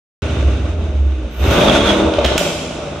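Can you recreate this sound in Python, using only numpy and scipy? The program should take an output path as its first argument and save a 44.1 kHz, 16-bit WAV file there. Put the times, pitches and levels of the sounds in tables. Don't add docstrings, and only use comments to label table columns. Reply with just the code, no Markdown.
import sys
import numpy as np
from scipy import signal
from scipy.fft import rfft, irfft, next_fast_len
from scipy.io import wavfile
from scipy.ndimage import uniform_filter1d, map_coordinates

SR = 44100
rng = np.random.default_rng(int(sys.argv[2]) if len(sys.argv) > 2 else 0)


def generate_wav(signal):
    frames = np.transpose(np.atleast_2d(signal))
    scaled = np.clip(frames, -1, 1) * 32767
    pcm = np.round(scaled).astype(np.int16)
    wavfile.write(sys.argv[1], SR, pcm)


def elevation(decibels):
    levels = np.asarray(decibels, float)
    return 10 ** (levels / 20)


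N = 132300

# centre in Hz, width in Hz, level in dB.
ROOM_MODES = [(45, 8, 0), (60, 6, 6), (68.5, 5, 14), (80, 6, 8), (200, 10, 0), (321, 5, 0), (570, 8, 2)]
# centre in Hz, width in Hz, level in dB.
PIPE_MODES = [(327.3, 16.6, 3), (609, 75, 9.5), (893, 22, -15), (1142, 112, -11), (1480, 94, -12),
              (1604, 3.7, -17), (2654, 480, -15), (3500, 9.3, -12), (3590, 92, -11), (6360, 130, -28)]


def unit(x):
    return x / np.sqrt(np.mean(x ** 2) + 1e-20)


def along(points, hz):
    f, v = np.transpose(points)
    return np.interp(np.log(hz + 1), np.log(f + 1), v)


def curves(rows):
    s, *columns = np.transpose(rows)
    return [np.interp(np.arange(N) / SR, s, column) for column in columns]


def wobble(rate_hz):
    return map_coordinates(rng.standard_normal(400), [np.arange(N) * rate_hz / SR])


def filtered(x, response):
    m = next_fast_len(N + SR)
    return irfft(rfft(x, m) * response(np.fft.rfftfreq(m, 1 / SR)), m)[..., :N]


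def ringing(peaks, f, flip=-1):
    total = 0
    for k, (centre, width, db) in enumerate(peaks):
        damping = 1j * f * abs(width)
        total = total + flip ** k * elevation(db) * damping / (centre * centre - f * f + damping)
    return total


def spread(pair, colour):
    # frequency in Hz, left-right likeness from 0 to 1.
    likeness = [(60, 1), (250, 0.96), (500, 0.87), (1000, 0.65), (2000, 0.47), (4000, 0.2), (8000, 0.16)]

    def mid_and_side(hz):
        turn = np.arccos(np.clip(along(likeness, hz), -1, 1)) / 2
        return colour(hz) * [np.cos(turn), np.sin(turn)]

    mid, side = filtered(pair, mid_and_side)
    return unit(np.array([mid + side, mid - side]))


def garage(x):
    # frequency in Hz, reverberation time t60 in seconds.
    decay_times = [(100, 0.98), (800, 0.21), (2000, 1.29), (5500, 1.6), (10000, 1.22), (14000, 0.31)]
    noise = rng.standard_normal((2, SR + SR // 2))
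    hz, t, z = signal.stft(noise, SR, nperseg=256)
    decay = elevation(-60 * t / along(decay_times, hz)[:, None])
    tail = signal.istft(z * decay, SR, nperseg=256)[1]
    tail = np.pad(tail, ((0, 0), (400, N - 400 - tail.shape[1])))
    tail = spread(tail, np.ones_like) / np.sqrt(N)
    return signal.fftconvolve(x[None], tail, axes=1)[:, :N]


def intake():
    # start, attack, swell and release in seconds, level in dB.
    throttle_snap = (1.29, .025, .2, .27, -40)
    # frequency in Hz, level in dB per Hz.
    air_spectrum = [(6000, -30), (9500, -14), (10500, -24), (11400, 0), (13000, -1), (15400, -4),
                    (16000, -30)]
    start, attack, swell, release, db = throttle_snap
    opened = start + attack
    full = opened + swell
    gain, = curves([(start, 0), (opened, .11), (full, 1), (full + release, 0)])
    hiss = spread(rng.standard_normal((2, N)), lambda f: elevation(along(air_spectrum, f)))
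    return elevation(db) * gain * hiss


def pops():
    # start in seconds, crack in dB, thud in dB, upper limit of the crack in Hz.
    pop_events = [(2.138, -10, -8, 3300), (2.184, -21.5, -2.5, 4140), (2.188, -10.5, -6, 4200),
                  (2.197, -22, -15, 4170), (2.212, -30, -6, 3970), (2.245, -4.5, -8, 3960),
                  (2.248, -2.5, -20, 4150), (2.2496, -15.5, -35, 18000), (2.259, -6.5, -10, 4000),
                  (2.261, -18, -30, 18000), (2.263, -12, -12, 4500), (2.274, -21, -13, 4200),
                  (2.356, -56, -5.5, 3000), (2.379, -1.5, -29, 15700), (2.387, -16, -24, 4500),
                  (2.398, -18, -37, 4500), (2.41, -35, -8, 4960), (2.435, -24, -28, 9000),
                  (2.462, -20.5, -16, 4520)]
    # frequency in Hz, level in dB per Hz.
    crack_spectrum = [(900, -26), (1500, -5), (1780, -15), (2300, -8), (3700, -5.5), (4670, -15),
                      (6200, -11.5), (10400, -24.5), (16000, -23.5)]
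    # start in seconds, level in dB,
    # frequency in Hz, t60 in seconds.
    pressure_waves = [
        (1.405, -6.5, 65, 0.21),
        (1.476, -4.5, 67.6, 0.17),
        (2.067, -15.5, 73, 0.22),
        (2.176, -12, 70.6, 0.35),
        (2.2498, -6.5, 65.4, 0.21),
    ]
    cracks, thuds = np.zeros(N), np.zeros(N)
    t = np.arange(SR // 2) / SR
    crack_decay = elevation(-60 * t / 0.022) + 0.22 * elevation(-60 * t / 0.072)
    for s, crack_db, thud_db, top_hz in pop_events:
        burst = rng.standard_normal((2, len(t)))
        dull = signal.lfilter(*signal.butter(2, min(top_hz / SR * 2, .9)), burst[0])
        cracks[round(s * SR):][:len(t)] += elevation(crack_db) * crack_decay * dull
        thuds[round(s * SR):][:len(t)] += elevation(thud_db - 60 * t / 0.019) * burst[1]
    crack = elevation(7.5) * filtered(cracks, lambda f: elevation(along(crack_spectrum, f)) * (f > 900))
    thud = elevation(11.5) * filtered(thuds, lambda f: ringing(PIPE_MODES[:3], f) / (1 + (f / 1300) ** 4))
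    walls = garage(elevation(1.3) * crack + elevation(-7.0) * thud)
    for s, db, hz, t60 in pressure_waves:
        onset = 1 - np.exp(-t / 0.0055)
        thud[round(s * SR):][:len(t)] += elevation(db - 60 * t / t60) * np.sin(2 * np.pi * hz * t) * onset
    return crack * elevation([[-2.5], [1.5]]) + thud + walls


def exhaust_gas(puff, share):
    return (1 - share + share * unit(puff)) * rng.standard_normal((2, N))


def pipe_gain(f):
    level_peaks = [(centre, width, 0) for centre, width, db in PIPE_MODES]
    return elevation(1.5) * np.abs(ringing(level_peaks, f)) + 1.06


def exhaust_rasp(puff, firing_hz, bright_db, fast):
    # frequency in Hz, level in dB per Hz.
    rasp_spectrum = [(900, -8.5), (1500, -4.5), (1850, -8), (2500, -7.5), (3700, -8), (4400, -17),
                     (6200, -16.5), (10400, -28.5), (11500, -31), (16000, -83)]
    # centre in Hz, width in Hz, level in dB.
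    tip_modes = [(3340, 130, -2), (3570, 260, 0)]
    tips = spread(exhaust_gas(puff, 0.51), lambda f: ringing(tip_modes, f, flip=0.76) ** 2)[0]
    scream = elevation(3.5 + 1.66 * bright_db + wobble(70)) * np.sqrt(firing_hz / 320) * fast * tips
    edge = spread(exhaust_gas(puff, 0.071), lambda f: elevation(along(rasp_spectrum, f)) * pipe_gain(f))
    return scream * elevation([[-2.5], [2.5]]) + edge


def exhaust_roar(puff, fast):
    # frequency in Hz, level in dB per Hz.
    fast_spectrum = [(24, -37), (40, -3), (283, -2), (319, -2), (519, -4), (577, 0), (770, -7.5),
                     (1500, -19.5), (1950, -48), (3300, -120)]
    # frequency in Hz, level in dB per Hz.
    slow_spectrum = [(60, -38), (110, -2), (177, -2.5), (250, 0.5), (314, -7), (438, -7), (570, -8.5),
                     (786, -15.5), (1900, -37), (2600, -60)]
    # centre in Hz, width in Hz, level in dB.
    idle_modes = [(312, 9, 8), (398, 9, 6)]

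    def fast_colour(f):
        room = np.abs(0.59 + 0.39 * ringing(ROOM_MODES, f))
        return elevation(along(fast_spectrum, f)) * pipe_gain(f) * room

    def slow_colour(f):
        hum = np.abs(1 + ringing(idle_modes, f, flip=0.8))
        return elevation(along(slow_spectrum, f)) * pipe_gain(f) * hum

    high = spread(exhaust_gas(puff, 0.37), fast_colour)
    low = spread(exhaust_gas(puff, 0.17), slow_colour)
    return np.sqrt(fast) * high + elevation(0.37) * np.sqrt(1 - fast) * low


def crank_drone(firing_hz, turns):
    # crank order (4 is the firing rate), level in dB.
    crank_orders = [(1, -22), (1.5, -16), (2, -25), (2.5, -3), (3, -6), (4, 0), (5, -6), (6, -6), (8, -9),
                    (12, -12)]
    # time in seconds, firing orders in dB, half orders of the uneven banks in dB.
    order_levels = [(.22, -21, -27), (.36, -22, -28), (.45, -22, -13.5), (.58, -23, -23), (.66, -24.5, -38),
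                    (.76, -26, -25.5), (.86, -24.5, -36), (.91, -24, -42), (.97, -20.5, -46),
                    (1.09, -24, -52), (1.16, -35, -46), (1.21, -18.5, -24), (1.27, -27, -45),
                    (1.31, -40, -46), (1.45, -20, -24), (1.55, -15, -34), (1.8, -12, -19), (1.88, -15, -17),
                    (2.04, -16, -17), (2.1, -16, -32), (2.24, -19, -34), (2.33, -35, -20), (2.7, -29, -25),
                    (3, -60, -26.5)]
    whole_db, half_db = curves(order_levels)
    upper_db = 14 * np.log10(firing_hz / 250)
    tones = np.zeros(N)
    for j, (order, db) in enumerate(crank_orders):
        family_db = half_db if order % 1 else whole_db
        level_db = db + family_db + (order > 4) * upper_db + wobble(9.64)
        tones += elevation(level_db) * np.sin(2 * np.pi * order * turns + 3 * j)
    return filtered(tones, lambda f: .5 + ringing(ROOM_MODES, f, flip=0.86))


def engine():
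    # time in seconds, firing rate in Hz.
    firing_rate = [(.2, 114), (.45, 109), (.6, 94), (.74, 80), (.85, 78), (.94, 71), (1.1, 68),
                   (1.19, 62.5), (1.36, 60), (1.42, 66), (1.55, 148), (1.7, 228), (1.8, 283), (1.88, 318),
                   (1.95, 321), (2.1, 319), (2.24, 312), (2.5, 258), (3, 230)]
    # time in seconds, exhaust roar in dB, throttle brightness in dB.
    engine_load = [(.22, -25.5, -5.5), (.38, -23, -7), (.6, -27, -8.5), (.9, -28, -11.5), (1.08, -33.5, -8),
                   (1.38, -33, -6), (1.44, -21.5, -2.5), (1.55, -11.5, -6.5), (1.7, -11.5, -5.5),
                   (1.8, -15.5, -4.5), (1.91, -13, -5), (1.98, -15.5, -8), (2.1, -19, -8.5),
                   (2.33, -18, -11.5), (2.5, -21.5, -16), (2.75, -26, -10), (3, -28, -8)]
    firing_hz, = curves(firing_rate)
    roar_db, bright_db = curves(engine_load)
    turns = np.cumsum(firing_hz / 4) / SR
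    firings = 4 * turns
    size = elevation(6.6 * rng.standard_normal(900))[firings.astype(int)]
    puff = size * np.exp(-2.5 * (firings % 1))
    fast = np.clip((firing_hz - 70) / 90, 0, 1) * (np.arange(N) / SR > 1.35)
    drone = crank_drone(firing_hz, turns)
    roar = elevation(roar_db + 0.81 * wobble(15)) * exhaust_roar(puff, fast)
    rasp_gain = elevation(roar_db + bright_db + 0.96 * wobble(22.13))
    rasp = rasp_gain * exhaust_rasp(puff, firing_hz, bright_db, fast)
    return np.array([drone, np.roll(drone, shift=4)]) + roar + rasp


def scene():
    return intake() + pops() + engine()


def top_band(x):
    # frequency in Hz, start in seconds, end in seconds, level in dB.
    steady_whistles = [(10313, .2, 1.68, 2), (11063, .2, 2.15, 3), (11063, 2.19, 2.6, 3),
                       (11813, 1.6, 2.07, 5), (11813, 2.38, 2.65, 5), (12563, .2, 1.3, 3),
                       (12563, 1.86, 2.06, 0), (13313, .2, .65, 2), (13313, 1.62, 1.76, 2),
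                       (13313, 1.79, 1.92, 1), (13313, 2.25, 2.345, 4), (13313, 2.38, 2.575, 3),
                       (14063, .2, .47, -2), (14063, 1.84, 1.91, -4)]
    tile_hz, bottom_hz = 750, 9750
    mask_db = -45.5
    whistle_growth, whistle_db = 1.3, -15
    hz, _, z = signal.stft(x, SR, nperseg=512)
    power = uniform_filter1d(np.abs(z[0] + z[1]) ** 2, size=5, axis=1)
    tile = np.maximum((hz - bottom_hz) // tile_hz + 1, 0).astype(int)
    first_bins = np.searchsorted(tile, np.arange(tile.max() + 1))
    share = np.add.reduceat(power, first_bins, axis=0) / (power.sum(0) + 1e-20)
    audible = (share > elevation(2 * mask_db))[tile]
    kept = signal.istft(z * audible, SR, nperseg=512)[1][:, :N]
    treble = filtered(x[0], lambda f: (f > 5000) * (f < 9000))
    treble_level = np.abs(uniform_filter1d(treble ** 2, size=1500)) ** (whistle_growth / 2)
    t = np.arange(N) / SR
    ear_phase = np.array([[0], [1.2]])
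    tones = np.zeros((2, N))
    for f, start, end, db in steady_whistles:
        gate = uniform_filter1d(1. * (t > start) * (t < end), size=800)
        tones += elevation(db + whistle_db) * gate * np.sin(2 * np.pi * f * t + ear_phase)
    return kept + treble_level * tones * elevation([[-4], [1.5]])


def top_cut(x):
    return signal.sosfilt(signal.butter(12, 16540, fs=SR, output="sos"), x)


def record(dry):
    # frequency in Hz, left minus right in dB.
    port_balance = [(60, -1.3), (400, 0.1), (1300, 1), (2800, -2.5), (5500, -1.8), (10000, 2), (14000, -3)]
    start_s, ceiling = .2205, 0.9

    def ports(f):
        balance = elevation(along(port_balance, f) * np.array([[.5], [-.5]]))
        return balance / (1 + (33 / (f + 1)) ** 6)

    x = filtered(dry, ports)
    x = x / (1 + np.abs(x / ceiling) ** 4) ** (1 / 4)
    x = filtered(x, lambda f: (f < 15800) + .3 * (f >= 15800))
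    mix = top_band(x) * (np.arange(N) / SR > start_s)
    return top_cut(mix)


dry = scene()
out = record(dry)
generate_wav(out)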